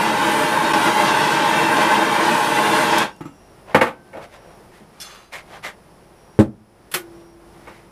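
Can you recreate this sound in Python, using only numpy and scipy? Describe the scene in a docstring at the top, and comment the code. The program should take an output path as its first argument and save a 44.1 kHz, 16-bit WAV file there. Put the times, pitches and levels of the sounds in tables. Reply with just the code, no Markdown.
"""First you hear a handheld gas torch roaring over a firebrick: its swirling jet rings the burner tube.
The valve clicks and the flame dies. Tongs are laid on the brick, the gas bottle is stood on the bench,
steel tools clink and scrape, something heavy thumps down, and a tool clacks and hums.
Each struck thing rings with its own notes. Behind it all are a low rush and, at times, a faint whirr.
A nearby camera's gain control turns the sound down after the loudest blows, which also distort."""
import sys
import numpy as np
from scipy import signal
from scipy.fft import rfft, irfft, next_fast_len
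from scipy.io import wavfile
from scipy.ndimage import uniform_filter1d, minimum_filter1d, map_coordinates

SR = 44100
rng = np.random.default_rng(int(sys.argv[2]) if len(sys.argv) > 2 else 0)


def transcribe(signal):
    """Save signal, clipped to [-1, 1], as a 16-bit WAV file at the path in sys.argv[1]."""
    frames = np.atleast_2d(signal).T
    limited = np.clip(frames, -1, 1)
    pcm = np.round(limited * 32767).astype(np.int16)
    wavfile.write(sys.argv[1], SR, pcm)


N = 348827

# The clatter of a blow on steel, of a dull knock and of a sharp clack.
# Each row: frequency in Hz, relative level in dB.
STEEL_CLATTER = [(880, -44), (1500, -20.5), (3440, -23), (3650, -23.5), (11900, -25.5), (15500, -44)]
DULL_CLATTER = [(40, -46.5), (87, -10), (250, -0.5), (400, -9.5), (525, -1), (735, -6.5), (870, 1),
                (1000, -4), (2300, -10.5), (3340, -20), (6000, -32.5), (11000, -33), (15500, -43)]
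SHARP_CLATTER = [(88, -48), (150, -11), (373, -13), (618, -12.5), (1870, -10), (2760, -12.5), (3600, -15),
                 (6860, -20), (12000, -13), (15500, -28)]


def amp(db):
    """Turn decibels into a number to multiply by."""
    return 10 ** (np.asarray(db) / 20)


def unit(x):
    """Scale a sound to an average (rms) level of 1."""
    return x / np.sqrt(np.mean(x ** 2) + 1e-20)


def along(points, hz):
    """Read between rows of (frequency, value) on a pitch scale."""
    freqs, values = np.transpose(points)
    return np.interp(np.log(hz + 1), np.log(freqs + 1), values)


def clock(size=N):
    """Seconds at each sample."""
    return np.arange(size) / SR


def wobble(rate):
    """A smooth curve through rate random points a second."""
    return map_coordinates(rng.standard_normal(int(N * rate / SR) + 4), [clock() * rate])


def filtered(x, gain):
    """Turn each frequency up or down by gain(hz)."""
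    size = next_fast_len(len(x) + 8192)
    return irfft(rfft(x, size) * gain(np.fft.rfftfreq(size, 1 / SR)), size)[:len(x)]


def below(x, edge_hz):
    """Keep the part of a sound below edge_hz."""
    return filtered(x, lambda hz: 1 / (1 + (hz / edge_hz) ** 8))


def noise(colour, size=N):
    """Noise of level 1, coloured by rows of (Hz, dB)."""
    return unit(filtered(rng.standard_normal(size), lambda hz: amp(along(colour, hz))))


def torch(shut_s=3.029, fade_s=0.19):
    """A swirling jet roars through fixed resonances; its hiss and fizz vary with the nozzle's aim."""
    # The nozzle sweeps over the tongs. Each row: time in seconds, then roar, hiss and fizz in relative dB.
    sweep = [(0.0, -17, -29.5, -35), (0.16, -19.5, -31, -39.5), (0.33, -16.5, -29.5, -33.5),
             (0.71, -17.5, -30.5, -38), (0.84, -17, -28, -34), (0.88, -15, -27, -35.5),
             (0.94, -19, -30.5, -37.5), (1.02, -15.5, -26, -34.5), (1.38, -17, -28.5, -38),
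             (1.48, -17.5, -27.5, -38.5), (1.76, -16.5, -30.5, -35.5), (1.77, -16, -25, -37),
             (2.06, -16.5, -29.5, -36.5), (2.34, -16, -27.5, -36.5), (2.38, -18.5, -31, -37.5),
             (2.84, -16, -26.5, -32.5), (2.96, -16, -26, -39)]
    # The jet's noise. Each row: frequency in Hz, relative level in dB.
    jet_colour = [(30, -78), (60, -50), (80, -15.5), (100, -12.5), (140, 1.5), (300, -4), (750, -11.5),
                  (1100, -0.5), (1800, -2.5), (3300, -8.5), (4500, -13), (7500, -19), (12000, -22.5),
                  (13500, -28), (15200, -36)]
    # The burner tube and the space over the bench ring.
    # Each row: centre in Hz, half width in Hz, boost in dB.
    resonances = [(217, 29, 7), (280.6, 11.2, 10.5), (331.2, 31.2, 16.5), (449, 59, 13.5), (529, 11, 13.5),
                  (604.2, 48, 19), (723, 24, 17.5), (828.3, 33.6, 21), (884, 38, 17.5), (951.4, 47, 16),
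                  (1058, 45, 12), (1160, 14, 6.5), (1316, 10, 5.5), (1410, 12, 12), (1521, 37, 9),
                  (1589, 35, 9.5), (1680, 30, 6.5), (1771, 14, 6), (2023, 15, 10.5), (2335, 35, 7.5),
                  (2702, 34, 5), (2780, 44, 2.5), (3230, 150, 3.5), (3720, 170, 2.5)]
    times, *levels = np.transpose(sweep)
    roar_db, hiss_db, fizz_db = [np.interp(clock(), times, db) + 0.8 * wobble(24) for db in levels]
    boost_db = lambda hz: sum(db * np.exp(-((hz - mid) / width) ** 2) for mid, width, db in resonances)
    jet = filtered(noise(jet_colour), lambda hz: amp(boost_db(hz)))
    long_waves = below(jet, 1650)  # small things reflect only the short waves
    jet = long_waves + bench_echoes(brick_echo(jet - long_waves))
    roar, under_fizz = below(jet, 2580), below(jet, 7260)
    hiss = unit(under_fizz - roar)
    fizz = unit(unit(jet - under_fizz) + amp(-3) * nozzle_breath())
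    burn = unit(roar) * amp(roar_db) + hiss * amp(hiss_db - 1) + fizz * amp(fizz_db - 1)
    flow = amp(-60 * np.maximum(clock() - shut_s, 0) / fade_s)  # the gas left in the tube runs out
    return burn * flow * brief_gap()


def brick_echo(x, delay_s=0.0016, sway=0.05, strength=0.2):
    """The brick throws the jet's sound back; the delay sways with the hand and colours the hiss."""
    lag = delay_s * SR * (1 + sway * wobble(2.57))
    return x + strength * map_coordinates(x, [np.arange(N) - lag], order=3)


def bench_echoes(x, strength=0.19, reach_s=0.02, drift=1.63, count=16):
    """Many weak echoes from the bench; the nearest change most as the hand moves the nozzle."""
    out = x.copy()
    for distance in (np.arange(count) + rng.uniform(2, 3, count)) / (count + 2):
        lag = round(distance ** 1.5 * reach_s * SR) + 1
        gain = rng.choice([-1, 1]) * distance + drift * (1 - distance) * wobble(5.01)
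        out[lag:] += strength * gain[lag:] * x[:-lag]
    return out


def nozzle_breath(centre_hz=9200, width_hz=410, wander_hz=190):
    """A breathy band of noise from the nozzle's lip; its pitch drifts as the torch turns."""
    band = lambda: filtered(rng.standard_normal(N), lambda hz: np.exp(-(hz / width_hz) ** 2 / 2))
    phase = 2 * np.pi * np.cumsum(centre_hz + wander_hz * wobble(7.8)) / SR
    return unit(band() * np.cos(phase) + band() * np.sin(phase))


def brief_gap(gap_s=0.7306, bump_lag_s=0.0096):
    """The roar's level dips for an instant and comes back with a brief bump."""
    t = clock() - gap_s
    dip = 1 - 0.9 * np.exp(-(t / 0.0033) ** 4)
    bump = amp(3.5 * np.exp(-((t - bump_lag_s) / 0.0065) ** 2))
    return dip * bump


def background(db=-48, drift_db=1.5):
    """The workshop's low rush drifts a little, over mains hum and a thin electronic whine."""
    # The rush. 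Each row: frequency in Hz, relative level in dB.
    rush_colour = [(20, -16), (50, -8), (70, -7), (200, -4.5), (282, -13), (340, -5.5), (480, -9),
                   (860, -11), (1410, -18.5), (4200, -31), (5400, -27.5), (6400, -35), (8200, -35.5),
                   (10200, -29.5), (12000, -37), (15500, -42)]
    # The hum and whine. Each row: pitch in Hz, level in dB.
    hum_tones = [(49.5, -61.5), (8985, -77), (9981, -76), (10977, -80), (12974, -86)]
    hum = sum(amp(level) * np.sqrt(2) * np.sin(2 * np.pi * hz * clock()) for hz, level in hum_tones)
    return noise(rush_colour) * amp(db + drift_db * wobble(6)) + hum


def blows(hits, modes, clatter, ring_db, clatter_db, clatter_s, attack_s, beat_hz=0, head_on=False):
    """Each blow rings an object's own notes (modes) over a short clatter. A fade is a fall of 60 dB."""
    track, t = np.zeros(N), clock(3 * SR // 2)
    unit_start = lambda x: x / np.sqrt(np.mean(x[:SR // 50] ** 2))  # level 1 over the first 20 ms
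    # an object gives off little sound below its lowest note
    low_cut = signal.butter(3, 0.7 * np.min(np.transpose(modes)[0]), "high", fs=SR)
    for start, db in hits:
        ring = np.zeros(len(t))
        for k, (hz, level, fade_s) in enumerate(modes):
            wave = np.sin(2 * np.pi * hz * t)
            if beat_hz:  # two nearly equal halves of a steel tool beat against each other
                twin_hz = hz + beat_hz * rng.uniform(0.54, 1.5)
                wave += 0.75 * np.sin(2 * np.pi * twin_hz * t + rng.uniform(-1, 1))
            sign = 1 if head_on else (-1) ** k  # a head-on blow starts all notes in step
            ring += sign * amp(level + rng.normal(0, 2.2) - 60 * t / fade_s) * wave
        ring = unit_start(signal.lfilter(*low_cut, ring))
        burst = noise(clatter, len(t)) * amp(-60 * t / clatter_s) * (1 - np.exp(-t / attack_s))
        add(track, start, amp(db + ring_db) * ring + amp(db + clatter_db) * unit_start(burst))
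    return track


def add(track, start_s, sound):
    """Mix a sound into the track at start_s."""
    part = track[round(start_s * SR):][:len(sound)]
    part += sound[:len(part)]


def valve():
    """The valve clicks shut and faintly rings the tube."""
    # Each row: start in seconds, relative level in dB.
    clicks = [(2.982, -26.5), (3.162, -62)]
    # The tube's notes. Each row: pitch in Hz, relative level in dB, fade in seconds.
    tube_modes = [(2760, -2, 1.6), (4800, -5, 0.59), (5560, -11, 1.2), (6700, -9, .7), (7865, -6.5, 0.7),
                  (8700, -7, .45)]
    return blows(clicks, tube_modes, STEEL_CLATTER,
                 ring_db=-23, clatter_db=1.5, clatter_s=0.043, attack_s=0.0005, beat_hz=13)


def tongs():
    """The tongs touch down on the brick with a dull knock, and their steel arms ring."""
    # Each row: start in seconds, relative level in dB.
    touches = [(3.207, -31), (3.254, -32.5)]
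    # The notes of the knock and of the arms. Each row: pitch in Hz, relative level in dB, fade in seconds.
    knock_modes = [(150, 0.5, 0.059), (289, -2, 0.095), (344, -0.5, 0.11), (870, -8, .08),
                   (1170, -15, 0.13), (1296, -11, 0.1)]
    arm_modes = [(2800, -7, .9), (3360, -13, .6), (5940, -13, .8), (6800, -12, .5), (7623, -11, 0.56),
                 (10600, -16, 0.5)]
    knock = blows(touches, knock_modes, DULL_CLATTER,
                  ring_db=1, clatter_db=-11, clatter_s=0.15, attack_s=0.002)
    arms = blows(touches, arm_modes, SHARP_CLATTER,
                 ring_db=-27, clatter_db=-27, clatter_s=0.088, attack_s=0.0005, beat_hz=14)
    return knock + arms


def whirr(hz=5630, db=-65, length_s=0.23, ramp_s=0.018):
    """A thin, slightly unsteady tone, such as a small lens motor makes."""
    # Each entry: start of one whirr in seconds.
    starts = [3.33, 4.35, 6.16, 7.13]
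    t = clock()
    running = sum(np.clip(np.minimum(t - start, start + length_s - t) / ramp_s, 0, 1) for start in starts)
    return amp(db) * running * np.sin(2 * np.pi * hz * t + 0.73 * wobble(90))


def scrapes(grit_db=1.7, tilt_from_hz=526, body_db=7, body_width=0.15):
    """Things slide over the gritty bench: rubbing noise swells, catches and rings the sliding object."""
    # Each row: peak time, rise and fall in seconds, level in dB, brightness in dB per octave,
    # the object's note in Hz.
    slides = [(3.712, 0.034, 0.056, -37.5, -2, 910), (4.168, 0.026, 0.037, -31, -8, 563),
              (4.236, 0.017, 0.025, -39, 0.5, 647), (4.345, 0.034, 0.031, -44.5, 1.5, 600),
              (4.5, 0.16, 0.058, -49.5, -2.5, 497), (4.757, 0.036, 0.069, -52.5, 3.5, 1900),
              (5.11, 0.13, 0.13, -44.5, 3, 1220), (5.338, 0.013, 0.053, -31.5, 2, 2200),
              (5.555, 0.059, 0.035, -39, 0.5, 780), (5.65, 0.015, 0.045, -28.5, 2, 1980),
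              (7.735, 0.14, 0.096, -51, 2, 2090)]
    # The rubbing noise. Each row: frequency in Hz, relative level in dB.
    rub_colour = [(50, -41), (150, -8), (380, -7.5), (560, 2), (900, -0.5), (2100, -5.5), (3000, -10),
                  (6500, -22), (12000, -29), (15500, -43.5)]
    track, t = np.zeros(N), clock(SR // 2) - 0.25
    for peak, rise, fall, db, tilt, body_hz in slides:
        brightness = lambda hz: tilt * np.log2(np.maximum(hz, tilt_from_hz) / tilt_from_hz)
        body = lambda hz: body_db * np.exp(-((hz / body_hz - 1) / body_width) ** 2)
        rub = filtered(noise(rub_colour, len(t)), lambda hz: amp(brightness(hz) + body(hz)))
        grit = amp(grit_db * unit(uniform_filter1d(rng.standard_normal(len(t)), size=90)))
        stroke = np.exp(-(t / np.where(t < 0, rise, fall)) ** 2)
        add(track, peak + t[0], amp(db) * unit(rub * grit) * stroke)
    return track


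def bottle():
    """The gas bottle is stood down and rocks: its flat base knocks fully, its rim thinly."""
    # Each row: start in seconds, relative level in dB, bass cut in Hz, that spot's hollow note in Hz.
    contacts = [(3.7455, -1.5, 50, 495), (3.811, 1, 221, 650), (3.866, -13, 200, 300),
                (4.131, -32.5, 450, 2410), (4.168, -32, 300, 600), (4.211, -32.5, 300, 1450),
                (7.672, -30.5, 120, 327)]
    # The bottle's notes. Each row: pitch in Hz, relative level in dB, fade in seconds.
    bottle_modes = [(90, -7.5, .25), (213, -8, .15), (291, -12.5, 0.36), (353, -0.5, 0.18), (478, 1, .17),
                    (523, 1.5, .18), (653, -10, .2), (823, -5, .2), (871, -1, .17), (1087, -15, 0.33),
                    (1160, -3, .16), (1215, -3.5, 0.16), (1496, -2, .12), (1815, -6, .15),
                    (2200, -1.5, 0.12), (2800, -8.5, .11)]
    track = np.zeros(N)
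    for start, db, cut_hz, hollow_hz in contacts:
        knock = blows([(start, db)], bottle_modes, DULL_CLATTER,
                      ring_db=-10, clatter_db=-9, clatter_s=0.18, attack_s=0.0022)
        knock = signal.lfilter(*signal.butter(1, cut_hz, "high", fs=SR), knock)
        hollow = signal.lfilter(*signal.iirpeak(hollow_hz, Q=6.8, fs=SR), knock)
        track += knock + 0.87 * hollow
    return track


def singing(swell_s=0.0076):
    """The struck bottle and the steel tool sing on like tuning forks."""
    # Each row: start in seconds, pitch in Hz, level in dB, fade in seconds.
    notes = [(3.7455, 1545, -38, 1.25), (6.945, 338.5, -38, 3.1), (6.952, 363, -22.5, 0.2)]
    track, t = np.zeros(N), clock(2 * SR)
    for start, hz, db, fade_s in notes:
        loudness = amp(db - 60 * t / fade_s) * (1 - np.exp(-t / swell_s))
        add(track, start, loudness * np.sin(2 * np.pi * hz * t))
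    return track


def thumps():
    """Something heavy lands head-on and makes the bench boom."""
    # Each row: start in seconds, relative level in dB.
    landings = [(4.808, -39.5), (6.39, -1.5), (6.3993, -1.5), (6.4085, -8)]
    # The bench's notes. Each row: pitch in Hz, relative level in dB, fade in seconds.
    bench_modes = [(95.3, -2, .12), (144, 2.5, 0.11), (214, 4.5, 0.13), (268, -7, .1), (322, 9, .1),
                   (387, 5.5, 0.1), (453, -4, 0.085), (525, -8, 0.065), (722, -15, .14), (850, -12, 0.15)]
    # Its clatter. Each row: frequency in Hz, relative level in dB.
    bench_clatter = [(25, -16), (60, -31), (110, -2), (330, -2), (520, -8.5), (700, -12.5), (1380, -23),
                     (3000, -35), (6400, -43.5), (8400, -39.5), (15500, -53)]
    return blows(landings, bench_modes, bench_clatter,
                 ring_db=-6.5, clatter_db=-10.5, clatter_s=0.15, attack_s=0.0018, head_on=True)


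def clinks():
    """A steel tool clinks and rings with high, beating notes."""
    # Each row: start in seconds, relative level in dB.
    hits = [(5.001, -36), (5.0132, -34)]
    # The steel's notes. Each row: pitch in Hz, relative level in dB, fade in seconds.
    steel_modes = [(2810, -10, .7), (3445, -1, .48), (4011, -17, 1.1), (4280, -5, .45), (4764, -12, .9),
                   (5023, -11, .3), (5280, -2, .24), (5700, -3, .26), (5911, -14, .46), (6317, -9, .65),
                   (7175, -8, .5), (8470, -7, .19), (8920, -10, .2), (10160, -11, .36), (11500, -7, .12)]
    return blows(hits, steel_modes, STEEL_CLATTER,
                 ring_db=-2, clatter_db=-7, clatter_s=0.17, attack_s=0.004, beat_hz=14)


def clacks():
    """A tool ticks, then clacks: sharp clatter with a short ring."""
    # Each row: start in seconds, relative level in dB.
    hits = [(6.915, -39.5), (6.9396, -22)]
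    # The tool's notes. Each row: pitch in Hz, relative level in dB, fade in seconds.
    tool_modes = [(1452, -5, 0.18), (1890, -9, 0.12), (1970, -16, 0.13), (2495, -9, 0.15), (3120, -8, .09),
                  (3461, -7, 0.091), (4280, -6, 0.095), (7500, -10, 0.12), (10490, 0.5, 0.054),
                  (11700, -3.5, 0.079)]
    return blows(hits, tool_modes, SHARP_CLATTER,
                 ring_db=-2.5, clatter_db=1.5, clatter_s=0.13, attack_s=0.0022)


def room(x):
    """The small workshop echoes; the treble dies first."""
    # Each row: frequency in Hz, the echo's fade in seconds.
    fades = [(100, 0.45), (400, 0.29), (2000, 0.16), (12000, 0.092)]
    hz, t, spectrum = signal.stft(rng.standard_normal(SR), SR, nperseg=256)
    tail = signal.istft(spectrum * amp(-60 * t / along(fades, hz)[:, None]), SR, nperseg=256)[1]
    tail = np.pad(tail, (SR // 150, 0))  # the echo comes about 7 ms late
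    return signal.fftconvolve(x, tail / np.linalg.norm(tail))[:N]


def scene():
    """The flame, then the work at the bench, in one room."""
    flame = torch()
    work = valve() + bottle() + tongs() + thumps() + clinks() + clacks() + scrapes()
    echo = room(amp(-17) * flame + amp(-11.5) * work)
    return (flame + work + singing() + echo + background() + whirr())[None]


def gain_control(x, threshold_db=-14, attack_s=0.024, hold_s=0.084, recovery_db_per_s=23):
    """The volume drops by any excess over the threshold, holds, then climbs back."""
    pole = np.exp(-1 / (attack_s * SR))
    smooth = lambda curve: signal.lfilter([1 - pole], [1, -pole], curve)
    excess_db = np.maximum(10 * np.log10(np.abs(smooth(x ** 2)) + 1e-12) - threshold_db, 0)
    half_hold = round(hold_s * SR / 2)
    held_db = -minimum_filter1d(-excess_db, 2 * half_hold + 1, origin=half_hold)
    climb_db = recovery_db_per_s * clock()
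    cut_db = np.maximum.accumulate(held_db + climb_db) - climb_db
    return x * amp(-smooth(cut_db))


def record(dry):
    """The camera turns loud sounds down, flattens peaks at full scale and drops the highest treble."""
    x = gain_control(dry[0])
    x = x / (1 + x ** 8) ** (1 / 8)
    return filtered(x, lambda hz: hz < 15500)[None]


dry = scene()
out = record(dry)
transcribe(out)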